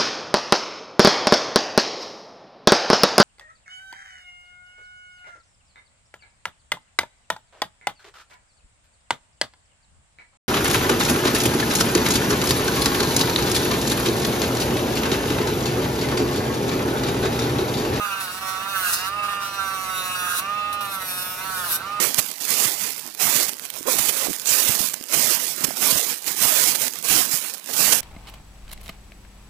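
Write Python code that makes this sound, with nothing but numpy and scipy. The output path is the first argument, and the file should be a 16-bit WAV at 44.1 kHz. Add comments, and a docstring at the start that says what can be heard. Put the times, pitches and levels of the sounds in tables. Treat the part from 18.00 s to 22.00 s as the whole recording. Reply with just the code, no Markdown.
"""Filing a dog's nails

A small handheld rotary grinder works on a tiled, roofed porch, with faint outdoor rumble behind it.
The motor whines at six times its spin rate and slows under load. When the drum touches the nail,
the same grit scrapes past on every turn. The nail knocks once a turn and makes the housing ring,
ticks as the drum catches it, and squeals when pressed."""
import sys
import numpy as np
from scipy import signal
from scipy.fft import rfft, irfft, next_fast_len
from scipy.io import wavfile
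from scipy.ndimage import uniform_filter1d

SR = 44100
rng = np.random.default_rng(int(sys.argv[2]) if len(sys.argv) > 2 else 0)


def bounce(signal):
    """Save signal as a 16-bit WAV file at the path given by the first command-line argument."""
    frames = np.transpose(np.atleast_2d(signal))
    limited = np.clip(frames, -1, 1)
    pcm = np.round(limited * 32767).astype(np.int16)
    wavfile.write(sys.argv[1], SR, pcm)


N = 176400
TIME = np.arange(N) / SR

# How fast the drum spins: time_s, turns_per_s
SPIN_SPEED = [(0.0, 208.5), (0.15, 193.4), (0.2, 193.8), (0.284, 180.2), (0.404, 191.4), (0.549, 188.4),
              (0.703, 196.6), (0.833, 185.1), (0.923, 171.4), (0.953, 173.0), (0.983, 182.1),
              (1.063, 190.0), (1.127, 201.7), (1.187, 205.7), (1.287, 202.1), (1.551, 197.6),
              (1.616, 193.7), (2.15, 181.9), (2.38, 177.4), (2.434, 193.9), (2.504, 202.9), (2.594, 206.0),
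              (2.804, 203.6), (3.118, 181.4), (3.377, 183.9), (3.447, 190.1), (3.522, 188.4),
              (3.667, 174.2), (3.692, 168.6), (3.727, 153.5), (3.746, 149.7), (3.786, 155.0),
              (3.826, 184.4), (3.861, 196.2), (3.931, 204.8), (4.001, 205.3)]
# How the motor's main whine rises and falls: time_s, level_db
WHINE_LEVEL = [(0, -26.5), (0.08, -35), (0.2, -41), (0.33, -47), (0.42, -35.5), (0.8, -32.5), (0.93, -59),
               (1.1, -29), (1.38, -28.5), (1.5, -34.5), (1.72, -31.5), (2.15, -37.5), (2.3, -47),
               (2.41, -36.5), (2.49, -26.5), (2.8, -30), (3.0, -39.5), (3.17, -53), (3.55, -37),
               (3.79, -53), (3.87, -29.5), (4, -28.5)]
# The motor's other tones: multiple_of_spin, level_db, share_of_whine_swing_followed
MOTOR_TONES = [(3, -47, 0.42), (4, -43, 0.53), (5, -51.5, 0.036), (7, -41.5, 0.2), (8, -49.5, 0.12),
               (9, -44, 0.67), (10, -54.5, 0.017), (11, -52, 0.25), (12, -46.5, 0.65), (13, -51, 0.3),
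               (14, -55.5, 0.22), (15, -48, 0.4)]
# How strongly the case sings along with the motor: time_s, level_db
CASE_LEVEL = [(0, -41.5), (.1, -35), (.25, -41.5), (.6, -44), (.7, -36.5), (1.2, -39.5), (1.32, -37),
              (1.42, -42), (1.88, -42), (2.0, -37), (2.2, -32.5), (2.42, -41), (2.6, -38), (2.8, -39.5),
              (2.95, -48), (3.6, -49), (4, -45)]
# Tone colour of the buzz from the motor's brushes: pitch_hz, gain_db
BUZZ_COLOUR = [(500, -7.5), (2000, -24.5), (3000, -10), (3750, 8.5), (4700, -2), (6000, -23), (8500, -5.5),
               (11500, -17.5), (13500, -41), (15500, -35)]
# How hard the nail knocks on the drum: time_s, level_db
KNOCK_LEVEL = [(0, -42), (0.05, -30.5), (0.25, -38.5), (0.295, -28.5), (0.34, -44), (0.46, -36),
               (0.62, -31), (0.69, -36), (0.77, -32.5), (0.9, -28.5), (0.935, -36), (1.06, -29), (1.1, -49),
               (1.21, -34), (1.27, -33.5), (1.54, -38.5), (1.59, -30), (1.84, -41), (1.91, -31),
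               (2.08, -33.5), (2.32, -29), (2.42, -37), (2.78, -41), (2.87, -40), (3.03, -33.5),
               (3.07, -56), (3.33, -40), (3.41, -33), (3.5, -37), (3.66, -31.5), (3.71, -44.5), (3.76, -34),
               (3.82, -29), (4, -47)]
# Uneven knock timing, low when the nail sits firmly, high when it chatters: time_s, scatter_turns
NAIL_CHATTER = [(0, 0.012), (.3, 0.011), (.45, 0.013), (.8, 0.0023), (.9, 0.02), (1.05, 0.0019),
                (1.27, 0.019), (1.48, 0.016), (1.58, 0.0013), (2.2, 0.0012), (2.38, 0.021), (2.5, 0.0058),
                (2.85, 0.01), (3.07, 0.00099), (3.33, 0.00082), (3.4, 0.0046), (3.47, 0.0018),
                (3.62, 0.0018), (3.73, 0.017)]
# Pitches at which the knocked housing rings: pitch_hz, width_hz, gain_db
HOUSING_RINGS = [(1132, 384, 2.5), (1349, 223, 6.5), (1534, 270, 1), (2740, 470, -8.5), (4590, 105, -11.5),
                 (5900, 310, -16)]
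# How hard the grit scrapes the nail: time_s, level_db
SCRAPE_LEVEL = [(0, -39), (0.02, -36), (0.19, -41), (0.207, -28.5), (0.24, -35), (0.4, -39.5),
                (0.48, -33.5), (0.62, -42.5), (0.71, -38.5), (0.76, -30), (0.89, -25), (0.94, -20),
                (0.98, -34.5), (1.04, -36.5), (1.085, -35), (1.098, -48), (1.222, -49), (1.235, -40),
                (1.35, -43), (1.38, -52), (1.42, -38.5), (1.85, -37), (2.0, -32.5), (2.355, -28),
                (2.397, -21), (2.405, -46), (2.47, -49), (2.724, -52.5), (2.729, -34), (2.742, -41.5),
                (2.765, -55), (2.804, -53), (2.81, -33.5), (2.845, -36), (2.875, -38.5), (2.95, -33.5),
                (2.99, -40), (3.08, -32), (3.23, -31), (3.38, -39), (3.68, -30.5), (3.73, -21.5),
                (3.763, -24), (3.772, -48.5), (3.83, -48.5), (4, -52)]
# Tone colour of the scraping: pitch_hz, gain_db
SCRAPE_COLOUR = [(400, -14), (1000, 2), (1500, 12), (2100, -3), (2700, 2.5), (3100, -3), (3700, 6.5),
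                 (4600, -1.5), (5700, 0), (6900, -4.5), (8500, 0), (10000, 0), (11800, 0.5), (13500, -2.5),
                 (15500, -5)]
# The scraped nail rings at different pitches from time to time as its grip changes: start_s, end_s, pitch_hz,
# half_width_hz, gain_db
SCRAPED_NAIL_RINGS = [(0.413, 0.56, 5200, 600, -4), (0.936, 1.06, 5140, 448, 3.5),
                      (1.88, 2.4, 3570, 298, -4), (1.95, 2.42, 10400, 497, -16),
                      (2.697, 3.8, 11810, 780, -1), (3.537, 3.79, 4750, 600, -8.5),
                      (3.735, 3.77, 5640, 1200, -1.5)]
# Tone colour of the outdoor rumble: pitch_hz, gain_db
RUMBLE_COLOUR = [(20, -37), (45, -16), (66, -44), (80, 5.5), (97, -8), (115, 2), (150, -3.5), (220, -2),
                 (350, -6.5), (600, -3), (1200, -8.5), (3000, -12), (15000, -29)]
# Ticks as the drum catches the nail: start_s, level_db
CATCH_TICKS = [(.204, -34), (1.228, -38), (1.294, -35), (2.728, -29), (2.809, -31)]
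# Squeals of the pressed nail: start_s, end_s, pitch_hz, level_db, flutter_db
# A row that ends before it starts is silent.
NAIL_SQUEALS = [(0.74, 0.867, 1570, -26, 3), (0.826, .905, 1600, -24, 3.5), (2.21, 2.36, 1520, -29, 1.5),
                (3.43, 3.62, 1510, -39, 0.5), (3.13, 2.6, 2800, -39.5, 2), (1.41, 2.4, 5750, -47, 1.5),
                (1.8, 1.7, 4560, -42, -2)]
# How much louder the left side is than the right: pitch_hz, left_minus_right_db
LEFT_BALANCE = [(300, -12), (740, -14), (1250, -8), (1600, -18.5), (2010, 0.5), (2700, -1), (3500, 1.5),
                (5500, -7), (9080, 4.5), (11500, -4), (15000, -9)]
# How far the left side's wave runs ahead of the right's: pitch_hz, lead_radians
LEFT_LEAD = [(100, 0), (700, .25), (1290, -.3), (1600, .5), (2000, 1.2), (2580, 1.5), (5250, 6.1),
             (8500, 9.6), (10200, 10.9), (15500, 16.7)]

PULLS_PER_TURN = 6   # the motor's pulls set the pitch of the whine
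SIDES = np.array([[1], [-1]])   # add on the left, subtract on the right


def from_db(db):
    """Turn decibels into a number to multiply a sound by."""
    return 10 ** (np.asarray(db) / 20)


def unit_power(x):
    """Scale a signal so that its average power is 1."""
    return x / np.sqrt(np.mean(x ** 2) + 1e-20)


def over_time(rows):
    """Join a table's points with straight lines, giving a value for every sample."""
    return np.interp(TIME, *np.transpose(rows))


def at_pitch(rows, hz):
    """Read a table between its pitches, with every octave equally wide."""
    pitches, values = np.transpose(rows)
    return np.interp(np.log(hz + 1), np.log(pitches), values)


def filtered(x, response):
    """Multiply each frequency in a sound by response(hz)."""
    size = next_fast_len(N + SR // 2)
    hz = np.arange(size // 2 + 1) * SR / size
    return irfft(rfft(x, size) * response(hz), size)[..., :N]


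def coloured(x, colour):
    """Give a sound the tone colour in a table, at power 1."""
    return unit_power(filtered(x, lambda hz: from_db(at_pitch(colour, hz))))


def drift(rate_hz):
    """A smooth random wobble, about 1 in size, that changes roughly rate_hz times a second."""
    step, warm_up = 40, 2000
    keep = np.exp(-2 * np.pi * rate_hz * step / SR)
    noise = rng.standard_normal(N // step + warm_up + 2)
    slow = signal.lfilter([1], [1, -2 * keep, keep * keep], noise)[warm_up:]
    return np.interp(np.arange(N) / step, np.arange(len(slow)), unit_power(slow))


def during(start_s, end_s, fade_s=.03):
    """1 while a contact lasts and 0 outside it, with short fades."""
    return np.clip(np.minimum(TIME - start_s, end_s - TIME) / fade_s + .5, 0, 1)


def touching(touch_db=-47.5):
    """Near 1 while the nail is on the drum, near 0 once the scraping falls well below touch_db."""
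    return 1 / (1 + from_db(touch_db - over_time(SCRAPE_LEVEL)) ** 2)


def clicks(turns, at_turn, strength):
    """Make a click each time the shaft's running count of turns reaches a value in at_turn."""
    position = 2 * np.interp(at_turn.ravel(), turns, np.arange(N))   # in half samples, for finer timing
    strength = (strength * (at_turn > turns[0]) * (at_turn < turns[-1])).ravel()
    slot = position.astype(int)
    before = np.bincount(slot, strength * (1 - position + slot), 2 * N)
    after = np.bincount(slot + 1, strength * (position - slot), 2 * N)
    return signal.resample_poly(before + after, 1, 2)


def rough_spots(turns, fresh_share, memory_turns, swell_depth, count, max_turns=900):
    """Rough spots click past once a turn; their bite changes slowly, and is partly new each time."""
    slip_turns, size_spread_db = 0.0006, 4.5   # tiny slips in timing turn the highest tones into hiss
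    shape = (max_turns, count)
    angle = (np.arange(count) + rng.random(count)) / count
    at_turn = np.arange(max_turns)[:, None] + angle + slip_turns * rng.standard_normal(shape)
    keep = np.exp(-1 / memory_turns)
    first_bite = rng.standard_normal((1, count))
    changes = rng.standard_normal(shape)
    bite, _ = signal.lfilter([np.sqrt(1 - keep ** 2)], [1, -keep], changes, axis=0, zi=keep * first_bite)
    chips = rng.standard_normal(shape)
    sizes = from_db(size_spread_db * np.clip(rng.standard_normal(shape), -2, 2))
    fresh = np.clip(np.interp(at_turn, turns, np.broadcast_to(fresh_share, N)), 0, 1)
    strength = np.sqrt(1 - fresh) * bite + np.sqrt(fresh) * unit_power(chips * sizes)
    swell = 1 + swell_depth * np.cos(2 * np.pi * angle)   # rises and falls once a turn
    return clicks(turns, at_turn, swell * strength)


def singing(turns, hz, half_width_hz):
    """A part that rings near hz sings on whichever multiples of the spin come close, at power 1."""
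    spin = over_time(SPIN_SPEED)
    multiples = np.arange(int(hz / spin.max()), int(hz / np.percentile(spin, 10)) + 2)[:, None]
    weight = 1 / (1 + ((multiples * spin - hz) / half_width_hz) ** 2)
    tones = np.sin(2 * np.pi * multiples * (turns + rng.random()))
    return np.sum(weight * tones, axis=0) / np.sqrt(np.sum(weight ** 2, axis=0) / 2)


def motor(turns):
    """Six pulls a turn make the whine; other tones join it, the case sings and the brushes buzz."""
    free_running_db, whine_gain_db, waver_db, brush_db = -24, -0.7, 2, -47
    whine_db = over_time(WHINE_LEVEL)
    tones = from_db(whine_db + whine_gain_db) * np.sin(2 * np.pi * PULLS_PER_TURN * turns)
    for multiple, db, follows in MOTOR_TONES:
        level_db = db + follows * (whine_db - free_running_db) + waver_db * drift(12.2)
        tones += from_db(level_db) * np.sin(2 * np.pi * (multiple * turns + rng.random()))
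    case_db = over_time(CASE_LEVEL) + waver_db * drift(45)
    case = from_db(case_db) * singing(turns, hz=2700, half_width_hz=140)
    sparks = rough_spots(turns, fresh_share=0.046, memory_turns=110, swell_depth=1.0, count=60)
    return np.sqrt(2) * tones + case + from_db(brush_db) * coloured(sparks, BUZZ_COLOUR)


def housing_ring(hits, knock_db):
    """Hits ring the housing; firm knocks favour the higher of its rings below 2000 Hz."""
    usual_knock_db, brightening, waver_db = -33, 2, 3
    pivot_hz = HOUSING_RINGS[1][0]
    sound = 0
    for k, (hz, width_hz, db) in enumerate(HOUSING_RINGS):
        keep = np.exp(-np.pi * width_hz / SR)
        feed = (1 - keep ** 2) / 2
        ring_filter = [feed, 0, -feed, 1, -2 * keep * np.cos(2 * np.pi * hz / SR), keep ** 2]
        ring = signal.sosfilt([ring_filter] * 2, hits + 1e-18)
        tilt_db = brightening * (knock_db - usual_knock_db) * np.log2(hz / pivot_hz) * (hz < 2000)
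        sound += (-1) ** k * from_db(db + tilt_db + waver_db * drift(22)) * ring
    return sound


def without_whine(x, turns):
    """Cut the whine's pitch out of a sound, leaving that pitch to the motor."""
    whine_wave = np.exp(2j * np.pi * PULLS_PER_TURN * turns)
    amount = signal.sosfiltfilt(signal.butter(2, 25, fs=SR, output="sos"), x / whine_wave)
    return x - 2 * np.real(amount * whine_wave)


def knocking(turns, max_turns=900):
    """The drum's high spot hits the nail once a turn, with a weaker rebound; the housing rings."""
    wander_turns, rebound_turns, rebound_db = 0.036, 0.316, -12.5
    spread_db_per_turn, gain_db, sputter_db = 191, 1.5, 2
    turn, level_db = np.arange(max_turns), over_time(KNOCK_LEVEL)
    scatter = np.interp(turn, turns, over_time(NAIL_CHATTER))
    wander = wander_turns * np.interp(turn, turns, drift(3.48))
    hit_at = turn + wander + scatter * rng.standard_normal(max_turns)
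    rebound_at = hit_at + rebound_turns * (1 + 0.099 * np.interp(turn, turns, drift(1.27)))
    # Uneven timing also means uneven strength.
    chance = np.clip(rng.standard_normal((2, max_turns)), -2, 1.5)
    hit_size, rebound_size = from_db(spread_db_per_turn * scatter * chance)
    hits = clicks(turns, hit_at, hit_size) + from_db(rebound_db) * clicks(turns, rebound_at, rebound_size)
    ring = without_whine(housing_ring(hits, level_db), turns)
    levelled = ring / np.sqrt(uniform_filter1d(unit_power(ring) ** 2, size=2600) + .01)
    uneven_db = sputter_db * np.tanh(drift(27))   # the nail catches unevenly
    return unit_power(levelled) * touching() * from_db(level_db + gain_db + uneven_db)


def scraping(turns):
    """Grit rasps the nail: pitched when it sits firmly, noisier in chatter, bright and noisy if pressed."""
    seated_fresh, fresh_per_scatter, hard_press_db = .004, 8, -16
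    usual_db, brightening, treble_hz = -39.5, 0.55, 7200
    side_db, gain_db, flutter_db = -4, 3, 1.5
    level_db = over_time(SCRAPE_LEVEL)
    fractures = np.minimum(from_db(level_db - hard_press_db), 1) ** 3
    fresh_share = seated_fresh + fresh_per_scatter * over_time(NAIL_CHATTER) + fractures
    middle, side = (rough_spots(turns, fresh_share, memory_turns=40, swell_depth=0.37, count=110)
                    for _ in range(2))
    scrape = coloured(middle + from_db(side_db) * side * SIDES, SCRAPE_COLOUR)
    # Under pressure, the lower part swells less than the treble.
    low = filtered(scrape, lambda hz: 1 / (1 + (hz / treble_hz) ** 6))
    scrape = scrape - low + low * from_db(brightening * (usual_db - level_db))
    rings = 0
    for start_s, end_s, hz, half_width_hz, db in SCRAPED_NAIL_RINGS:
        ring = signal.lfilter(*signal.iirpeak(hz, hz / (2 * half_width_hz), fs=SR), scrape)
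        rings += during(start_s, end_s) * from_db(db) * ring
    return (scrape + rings) * from_db(level_db + gain_db + flutter_db * drift(18.4))


def outdoor_rumble(level_db=-43, side_db=-24, left_minus_right_db=-2):
    """Steady distant rumble, nearly alike on both sides."""
    middle, side = coloured(rng.standard_normal((2, N)), RUMBLE_COLOUR)
    gains = from_db(level_db + SIDES * left_minus_right_db / 2)
    return gains * (middle + SIDES * from_db(side_db) * side)


def catching(decay_s=.006):
    """On first touch, grit chips the nail in a short burst of cracks."""
    cracks = coloured(rng.standard_normal((2, N)) ** 3, SCRAPE_COLOUR)   # cubing makes noise spiky
    bursts = sum(from_db(db) * (TIME > start_s) * np.exp(-np.abs(TIME - start_s) / decay_s)
                 for start_s, db in CATCH_TICKS)
    return cracks * bursts


def squealing(turns):
    """The pressed nail locks to the turning drum and squeals."""
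    sound = 0
    for start_s, end_s, hz, db, flutter_db in NAIL_SQUEALS:
        loudness = during(start_s, end_s) * from_db(db + flutter_db * np.tanh(drift(21)))
        sound += loudness * singing(turns, hz, half_width_hz=170)
    return sound


def echoes(fade_s, size=22050):
    """A scatter of echoes, different on each side, that falls by 60 dB in fade_s."""
    t = np.arange(size) / SR
    tail = rng.standard_normal((2, size)) * from_db(-60 * t / fade_s) * (t > .001)
    return tail / np.sqrt(np.sum(tail ** 2, axis=1, keepdims=True))


def microphones(hz):
    """Each pitch reaches two spaced microphones with a different strength and delay."""
    left = from_db(at_pitch(LEFT_BALANCE, hz))
    right = np.exp(-1j * np.interp(hz, *np.transpose(LEFT_LEAD)))
    return np.array([left, right]) * np.sqrt(2 / (1 + left ** 2))


def porch(direct, near_db=-3.5, far_db=-15, low_cut_hz=1900):
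    """The direct sound arrives along with bright echoes from hands, tiles and roof."""
    tail = from_db(near_db) * echoes(fade_s=0.081) + from_db(far_db) * echoes(fade_s=.33)
    bright_tail = signal.sosfilt(signal.butter(2, low_cut_hz, "high", fs=SR, output="sos"), tail)
    reflected = signal.fftconvolve(direct, bright_tail, axes=1)[:, :N]
    return filtered(direct + reflected, microphones)


def scene():
    """One shaft drives the motor sound, knocks, scraping and squeals; a chattering nail shakes the motor."""
    base_jitter, jitter_per_scatter, shake_db_per_turn = 0.0013, .2, 300
    chatter = over_time(NAIL_CHATTER) * touching()
    jitter = base_jitter + jitter_per_scatter * chatter   # as a share of the spin speed
    spin = over_time(SPIN_SPEED) * (1 + jitter * drift(28.5))
    turns = np.cumsum(spin) / SR   # turns made so far
    shake = from_db(shake_db_per_turn * chatter * np.tanh(drift(39)))
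    grinder = shake * motor(turns) + knocking(turns) + squealing(turns) + scraping(turns) + catching()
    return porch(grinder) + outdoor_rumble()


def record(dry):
    """Cut off the very highest treble steeply."""
    cutoff_hz = 15850
    return signal.sosfilt(signal.ellip(12, .1, 80, cutoff_hz, fs=SR, output="sos"), dry)


dry = scene()
out = record(dry)
bounce(out)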